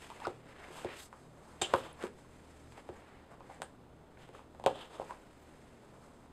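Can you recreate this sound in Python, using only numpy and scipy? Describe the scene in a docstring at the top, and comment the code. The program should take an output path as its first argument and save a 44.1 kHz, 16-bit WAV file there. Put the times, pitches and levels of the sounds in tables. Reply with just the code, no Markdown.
"""Stacking magazines on a wooden table

A quiet room with a low hum, the microphone on the table's sounds. Three glossy magazines are laid
one on another and pushed into place. Each landing is a soft thud on the wood with a crack of paper;
covers rub, hiss and judder as they slide, and fingers tap and faintly squeak on the gloss."""
import sys
import numpy as np
from scipy import signal
from scipy.fft import rfft, irfft
from scipy.io import wavfile
from scipy.ndimage import uniform_filter1d

SR = 44100
rng = np.random.default_rng(int(sys.argv[2]) if len(sys.argv) > 2 else 0)


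def file_out(sig):
    """Save sig as 16-bit WAV at sys.argv[1]."""
    # one column per channel
    cols = np.atleast_2d(sig).T
    # limit, then scale
    lim = np.clip(cols, -1, 1)
    pcm = np.round(lim * 32767).astype(np.int16)
    wavfile.write(sys.argv[1], SR, pcm)


N = 279064
TIME, HZ = np.arange(N) / SR, np.fft.rfftfreq(N, 1 / SR)


def amp(db):
    """Decibels to gain."""
    return 10 ** (np.asarray(db) / 20)


def unit(x):
    """Scales to rms 1."""
    return x / np.sqrt(np.mean(x ** 2) + 1e-30)


def read(points, hz):
    """Reads a curve of (hz, value) points on a log-frequency axis."""
    point_hz, value = np.transpose(points)
    return np.interp(np.log(hz + 1), np.log(point_hz + 1), value)


def colour(x, points):
    """Filters x by a curve of (hz, db) points, at rms 1."""
    return unit(irfft(rfft(x) * amp(read(points, HZ)), N))


def causal(gain, size=4096):
    """The minimum-phase pulse with this gain from 0 Hz to half the sample rate."""
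    log_gain = np.log(np.maximum(gain, 1e-5))
    mirrored = np.concatenate([log_gain, log_gain[-2:0:-1]])
    spectrum = np.exp(np.conj(signal.hilbert(mirrored)))
    return irfft(spectrum[:len(gain)])[:size]


def whiten(x, width_hz):
    """Evens out the spectrum of a random burst, so that it favours no pitch; energy 1."""
    bins = np.fft.rfftfreq(2 * len(x), 1 / SR)
    power = uniform_filter1d(abs(rfft(x, 2 * len(x))) ** 2, max(round(width_hz / bins[1]), 1))
    even = signal.fftconvolve(x, causal(1 / np.sqrt(power / power.mean() + 1e-3)))[:len(x)]
    return even / np.linalg.norm(even)


def resonate(x, hz, width_hz):
    """A steep resonance at hz, steady or gliding, at rms 1."""
    carrier = np.exp(2j * np.pi * np.cumsum(hz * np.ones(len(x))) / SR)
    pole = np.exp(-np.pi * width_hz / SR)
    return unit((carrier * signal.lfilter([1], np.poly([pole, pole]), x / carrier)).real)


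def wander(rate_hz):
    """Smooth random motion up to about rate_hz, at rms 1."""
    return unit(irfft(rfft(rng.standard_normal(N)) * np.exp(-(HZ / rate_hz) ** 2), N))


def add(mix, start_s, sound):
    """Mixes a sound in at start_s."""
    part = mix[max(round(start_s * SR), 0):][:len(sound)]
    part += sound[:len(part)]


def room_tone(air_db=-60, drone_hz=76.8, drone_db=-68):
    """Still air and a low hum: narrow bands of noise wavering round a steady drone."""
    # spectrum of the air: frequency_hz, level_db
    air = [(15, 0.5), (45, 3.5), (90, -7.5), (170, -0.5), (240, 3), (450, -1.5), (850, -9.5), (1300, -18),
           (2200, -22), (4500, -28.5), (8000, -38), (10500, -37.5), (13000, -39.5), (16000, -45)]
    # bands of the hum: centre_hz, width_hz, level_db
    hum_bands = [(75.3, 5.4, -71.5), (119.9, 7.8, -69), (156.8, 6.9, -69.5), (186, 14, -80.5)]
    hum = np.zeros(N)
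    for hz, width, db in hum_bands:
        band = rfft(rng.standard_normal(N)) / (1 + (2 * (HZ - hz) / width) ** 2)
        hum += amp(db) * unit(irfft(band, N))
    drone = amp(drone_db) * unit(np.sin(2 * np.pi * drone_hz * TIME))
    return hum + drone + amp(air_db) * colour(rng.standard_normal(N), air)


def room(x, build_s=0.00074):
    """Adds echoes off nearby surfaces and a short dense tail that lasts longest in the bass."""
    # the room's tail: frequency_hz, t60_s, level_db
    decay = [(151, 0.56, -10.5), (413, 0.17, -4), (1000, 0.13, -5), (2800, 0.19, -6), (7500, 0.26, -9.5),
             (15000, 0.18, -6.5)]
    # near reflections: delay_s, gain
    echoes = [(.0021, 0.25), (.0056, 0.19), (.0078, -.25), (0.0114, 0.3)]
    bands, t60, level_db = np.transpose(decay)
    hz, t, noise = signal.stft(rng.choice([-1., 1.], SR // 2), SR, nperseg=256)
    decay_db = -60 * t / read(np.c_[bands, t60], hz)[:, None]
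    tail = signal.istft(noise * amp(decay_db), SR, nperseg=256)[1]
    onset = 1 - np.exp(-(TIME[:len(tail)] / build_s) ** 2)
    tail = whiten(tail * onset, width_hz=43)
    response = signal.fftconvolve(tail, causal(amp(read(np.c_[bands, level_db], hz))))
    for delay, gain in echoes:
        add(response, delay, gain * np.array([1, 2, 1]) / 4)  # each echo is slightly dulled
    return x + signal.fftconvolve(x, response)[:N]


def finger_squeaks(waver=0.007, arch_hz=380, broken_db=5):
    """Thin, broken whistles of skin on gloss; pitch and level arch with the finger's speed."""
    # fingertip slips: start_s, length_s, level_db, first_hz, last_hz
    squeaks = [(5.187, .115, -85, 11800, 13900), (5.36, .125, -87, 13350, 13350)]
    out = np.zeros(N)
    drift, grip = 1 + waver * wander(500), amp(broken_db * wander(70))
    for start, length, db, first_hz, last_hz in squeaks:
        progress = np.clip((TIME - start) / length, 0, 1)
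        arch = np.sin(np.pi * progress)
        pitch = (first_hz + (last_hz - first_hz) * progress + arch_hz * arch) * drift
        out += amp(db) * np.sqrt(abs(arch)) * grip * np.sin(2 * np.pi * np.cumsum(pitch) / SR)
    return out


def edge_rasps(width_hz=900):
    """An edge scrapes briefly over a cover; the grains ring one band of the paper."""
    # scrapes: peak_s, half_length_s, level_db, ring_hz
    scrapes = [(0.253, 0.0045, -53, 4940), (0.793, 0.017, -52, 1050), (1.644, 0.018, -40, 2950),
               (1.761, 0.0054, -60, 11200), (1.93, 0.0012, -55, 9800), (2.019, 0.015, -51.5, 1480),
               (2.6, .004, -69, 6000), (2.97, .009, -70, 6900), (3.546, 0.0011, -60.5, 8150),
               (3.637, 0.013, -58, 8600), (4.174, .003, -58, 1720), (4.35, 0.0042, -50, 1210),
               (4.756, 0.014, -58.5, 3220), (4.818, 0.035, -56, 3150)]
    out = np.zeros(N)
    for peak, half, db, hz in scrapes:
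        t = np.arange(-3 * half, 3 * half, 1 / SR)
        grains = rng.standard_normal(len(t)) * rng.exponential(1, len(t))
        swell = amp(db) * np.exp(-(t / half) ** 2)
        add(out, peak - 3 * half, swell * resonate(grains, hz, width_hz))
    return out


def judders(rough=0.056, waver=0.079):
    """A cover's edge or a fingertip sticks and slips, quick to start and slower to fade."""
    # stick-slip bursts: start_s, length_s, level_db, pitch_hz
    bursts = [(0.103, .022, -53.5, 1000), (0.217, 0.011, -46, 855), (0.248, 0.016, -40.5, 1275),
              (0.249, 0.029, -48.5, 1056), (3.493, 0.031, -58, 761), (5.093, 0.034, -53.5, 1000)]
    out = np.zeros(N)
    grip, drift = 1 + rough * wander(230), 1 + waver * wander(310)
    for start, length, db, hz in bursts:
        progress = (TIME - start) / length
        on = (progress > 0) & (progress < 1)
        swell = np.sqrt(progress[on]) * (1 - progress[on])
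        phase = 2 * np.pi * np.cumsum(hz * drift[on]) / SR
        slips = sum(np.sin(k * phase) / k ** 3.05 for k in range(1, 5))
        out[on] += amp(db) * unit(swell * grip[on] * slips)
    return out


def hand(roundness=1.26, rest_drag_db=-67, rest_rub_db=-87, rest_hiss_db=-83, rest_hz=2000):
    """Pushes swell and fade over a resting hand: gains of drag, rub and hiss, and the ring in Hz."""
    # pushes sliding paper on wood and on paper:
    # peak_s, rise_s, fall_s, drag_db, rub_db, hiss_db, ring_hz
    strokes = [(0.03, 0.13, 0.26, -62.5, -63, -64, 2550), (0.25, 0.093, 0.077, -53, -61.5, -68, 2160),
               (0.50, .05, 0.034, -62, -64.5, -71.5, 1780), (0.65, 0.14, 0.093, -57, -60, -70, 1850),
               (0.78, 0.077, 0.074, -51.5, -60.5, -58, 3100), (0.91, 0.08, 0.071, -53.5, -55.5, -75, 2180),
               (1.005, 0.069, 0.022, -61, -59, -56.5, 3430), (1.04, 0.039, 0.024, -76, -82, -54, 3440),
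               (1.20, 0.15, 0.14, -69, -74.5, -72, 1500), (1.51, 0.12, 0.098, -59, -68.5, -67, 1450),
               (1.70, 0.064, 0.081, -52, -59, -67, 3100), (1.775, 0.06, 0.066, -50, -59, -58.5, 3040),
               (1.86, 0.15, 0.064, -52, -61, -66, 2930), (2.02, 0.037, 0.055, -51.5, -59, -62.5, 1820),
               (2.055, 0.042, .022, -49.5, -63, -63, 1840), (2.20, .05, 0.022, -72, -74, -70.5, 1910),
               (2.55, 0.61, 0.57, -72, -72.5, -71.5, 2030), (2.72, .03, 0.017, -64, -79, -66.5, 1980),
               (2.79, 0.028, 0.018, -56.5, -61.5, -67.5, 1860), (2.97, 0.031, 0.058, -58, -66.5, -72, 1855),
               (3.09, 0.17, 0.24, -64, -69.5, -91, 1900), (3.32, .03, 0.047, -55.5, -74, -75, 1800),
               (3.52, 0.071, 0.11, -61.5, -65.5, -70, 1710), (4.22, .03, 0.052, -58.5, -65, -68.5, 2710),
               (4.365, 0.038, 0.057, -60, -68, -70, 2600), (4.72, .03, 0.037, -53, -81, -78, 3060),
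               (4.825, 0.095, 0.05, -52.5, -60, -65.5, 3100), (4.94, 0.062, 0.16, -56, -66.5, -68, 3370),
               (5.11, 0.13, 0.061, -58.5, -66, -66.5, 1910), (5.58, 1, 0.53, -69.5, -73.5, -73.5, 2000),
               (6.03, 0.16, 0.23, -63, -79, -72.5, 2200)]
    t = np.linspace(0, N / SR, 2000)
    peak, rise, fall, drag_db, rub_db, hiss_db, hz = np.transpose(strokes)[:, :, None]
    speed = np.exp(-(abs(t - peak) / np.where(t < peak, rise, fall)) ** roundness)
    layers = [(drag_db, rest_drag_db), (rub_db, rest_rub_db), (hiss_db, rest_hiss_db)]
    drag, rub, hiss = (np.sqrt(((amp(db) * speed) ** 2).sum(0) + amp(rest_db) ** 2)
                       for db, rest_db in layers)  # strokes add in power
    share = (amp(rub_db) * speed / rub) ** 2  # the strongest rub leads the cover's ring
    ring_hz = rest_hz + ((hz - rest_hz) * share).sum(0)
    return [np.interp(TIME, t, curve) for curve in (drag, rub, hiss, ring_hz)]


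def friction(catches_per_s, spread_db, catch_gain):
    """Fine even rubbing with separate catches of random size."""
    caught = rng.random(N) < catches_per_s / SR
    sizes = amp(spread_db * np.minimum(rng.exponential(1, N), 4))
    return rng.standard_normal(N) + catch_gain * unit(caught * sizes * rng.choice([-1, 1], N))


def slide(uneven_db=1.25, sheen_db=-12, sheen_knee_db=-57):
    """The pile drags, covers rub and the gloss hisses, all under one unsteady hand."""
    # spectra of the three kinds of friction: frequency_hz, level_db
    pile_drag = [(120, -28), (300, -3.5), (520, 0), (950, -0.5), (1400, -5.5), (2200, -23.5), (5000, -60.5)]
    cover_rub = [(600, -26), (1300, 1), (1900, 3), (2350, -2), (3200, -14), (4300, -12.5), (5400, -15.5),
                 (8000, -68)]
    gloss_hiss = [(2500, -7), (4800, 0), (6500, 0), (8000, 3), (9000, 0), (10200, -8), (12200, -8.5),
                  (14000, -46), (16000, -51)]
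    drag, rub, hiss, ring_hz = hand()
    sound = drag * colour(friction(210, 1.5, 0.31), pile_drag)
    sound += rub * colour(friction(700, 2.1, 0.46), cover_rub)
    sound += rub * resonate(friction(700, 9, 0.33), ring_hz, width_hz=1770)
    sound += hiss * colour(friction(1500, 2.2, 0.4), gloss_hiss)
    fast = np.minimum(hiss / amp(sheen_knee_db), 1)  # fast strokes brighten the hiss
    sheen = resonate(friction(1500, 3, 0.53), hz=12100, width_hz=4400)
    sound += amp(sheen_db) * hiss * fast * sheen
    return sound * amp(uneven_db * wander(53))


def table_top(x, ring_db=-30):
    """Whatever lands on the pile rings the wood under it."""
    # modes of the loaded table top: pitch_hz, relative_db, t60_s
    modes = [(132, -11, 0.096), (251, -16, 0.07), (360.2, -18, 0.13), (541, -23.5, 0.084),
             (613, -17.5, 0.051), (750, -20.5, 0.069), (920, -34, 0.27), (1040, -23.5, 0.073),
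             (1298, -17, 0.082), (1415, -23.5, 0.053), (1660, -9, 0.034)]
    t = TIME[:SR // 2]
    ring = sum(amp(db - 60 * t / t60) * np.cos(2 * np.pi * hz * t) for hz, db, t60 in modes)
    return x + amp(ring_db) * signal.fftconvolve(x, ring)[:N]


def cover_flap(start_s=1.615, flutter_db=-35, t60_s=0.13, slap_s=1.6182, slap_db=-25, slap_t60_s=0.017):
    """A loose cover brushes the pile, slaps shut and flutters to rest."""
    # spectrum of the flapping cover: frequency_hz, level_db
    cover = [(200, -26.5), (370, -2.5), (670, 9.5), (1400, -4.5), (2300, -3), (2900, 2), (3700, 2.5),
             (4600, -3.5), (6500, -2.5), (7500, 4), (8700, -0.5), (10500, -17), (15000, -34)]
    flutter = (TIME > start_s) * amp(flutter_db - 60 * abs(TIME - start_s) / t60_s)
    slap = (TIME > slap_s) * amp(slap_db - 60 * abs(TIME - slap_s) / slap_t60_s)
    burst = (flutter + slap) * rng.standard_normal(N)
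    body = causal(amp(read(cover, HZ)))
    return signal.fftconvolve(burst, body / np.linalg.norm(body))[:N]


def air_push(t, hz, rise_cycles=0.49):
    """A few cushioned cycles of air, at peak 1."""
    balanced = np.pi / 2 - 2 * np.arctan(2 * np.pi * rise_cycles)  # as much air flows back as out
    cycles = hz * t
    wave = cycles * np.exp(-cycles / rise_cycles) * np.cos(2 * np.pi * cycles + balanced)
    return wave / abs(wave).max()


def landings(thud_lag_s=0.0006, settle_lag_s=0.00376, settle_ratio=0.547, puff_hz=108, puff_db=-16,
             crumple_s=0.00062, crumple=3.6, paper_db=5, paper_octaves=0.44, size=4096):
    """The cover cracks, the weight thuds after it, then the pages settle lower and puff out air."""
    # spines, corners and fingers landing: start_s, thud_db, thud_hz, settle_db, crack_db, paper_hz
    blows = [(0.102, -38, 1000, -63, -37.5, 2560), (0.202, -43, 900, -69, -39, 3400),
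             (0.2696, -25.5, 670, -32.5, -30, 5170), (0.704, -44.5, 420, -62, -53, 2500),
             (0.847, -29, 626, -32, -34.5, 2500), (1.1278, -40, 1020, -56, -47, 2000),
             (1.615, -37, 605, -33, -27.5, 3050), (1.7362, -19.5, 580, -26, -29, 3000),
             (1.7385, -14.5, 960, -30.5, -20.5, 3430), (2.026, -50, 1060, -61, -32.5, 3020),
             (2.038, -28.5, 407, -42, -32.5, 2000), (2.069, -55, 716, -59, -38, 2520),
             (2.247, -53, 1140, -68, -58, 2000), (2.7222, -49, 1080, -61, -43, 2000),
             (2.778, -48, 775, -66, -63, 2000), (2.890, -36.5, 630, -38.5, -43, 2240),
             (3.406, -41.5, 930, -54, -50.5, 2200), (3.4992, -40.5, 715, -60, -58, 2000),
             (3.601, -44, 555, -57, -65, 7850), (3.619, -32, 690, -56, -24, 8650),
             (4.29, -49, 800, -49, -46.5, 2500), (4.346, -45.5, 640, -58, -62, 2500),
             (4.392, -43.5, 945, -62, -57, 2480), (4.5483, -48, 750, -61, -51, 2000),
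             (4.5981, -39, 692, -56, -44, 1800), (4.6397, -31.5, 784, -45, -34, 3020),
             (4.6622, -14.5, 600, -26.5, -16.5, 3030), (4.6679, -16, 754, -31.5, -28, 2980),
             (4.7574, -39.5, 610, -63, -43, 8000), (4.954, -43, 680, -57, -52, 3370),
             (4.998, -28, 607, -43, -57, 2500), (5.017, -32, 725, -54, -47, 1800),
             (5.108, -34.5, 920, -50, -40.5, 1990)]
    # spectrum of a paper crack: frequency_hz, level_db
    crack = [(400, -14.5), (1100, 9), (1600, 12.5), (2200, 5), (3200, 4), (4600, -0.5), (6500, -4),
             (8300, 1), (10500, -13), (13000, -15.5), (16000, -37.5)]
    t, bins = np.arange(size) / SR, np.fft.rfftfreq(size, 1 / SR)
    out = np.zeros(N)
    for start, thud_db, thud_hz, settle_db, crack_db, paper_hz in blows:
        add(out, start + thud_lag_s, amp(thud_db) * air_push(t, thud_hz))
        pages = air_push(t, settle_ratio * thud_hz, rise_cycles=0.61)
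        puff = amp(puff_db) * air_push(t, puff_hz)
        add(out, start + settle_lag_s, amp(settle_db) * (pages + puff))
        paper_ring = np.exp(-(np.log2((bins + 1) / paper_hz) / paper_octaves) ** 2)
        snap = causal(amp(read(crack, bins) + paper_db * paper_ring))
        leaves = rng.standard_normal(size) * t * np.exp(-2 * t / crumple_s)  # closing after the cover
        contacts = whiten((t == 0) + crumple * leaves / np.linalg.norm(leaves), width_hz=150)
        add(out, start, amp(crack_db) * signal.fftconvolve(contacts, snap / abs(snap).max()))
    return out


def scene():
    """Landings and judders sound in the room; sliding, rasps and squeaks stay dry. Mono."""
    impacts = table_top(landings() + cover_flap())
    mix = room(impacts + judders()) + slide() + edge_rasps() + finger_squeaks() + room_tone()
    return mix[None]


def record(dry, cutoff_hz=15650):
    """The microphone's housing colours the treble, and the very top is cut off."""
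    # peaks and notches of the housing: centre_hz, width_hz, gain_db
    housing = [(2740, 110, 1.5), (3100, 72, 2), (3550, 420, 2.5), (4600, 140, -1.5), (5700, 225, -9.5),
               (6980, 160, -6), (7100, 170, 2.5), (7630, 130, 0.5)]
    housing_db = sum(db * np.exp(-((HZ - hz) / width) ** 2) for hz, width, db in housing)
    coloured = signal.fftconvolve(dry, causal(amp(housing_db))[None])[:, :N]
    lowpass = signal.firwin(401, cutoff_hz, window=("kaiser", 8), fs=SR)
    return signal.oaconvolve(coloured, lowpass[None], "same")


dry = scene()
out = record(dry)
file_out(out)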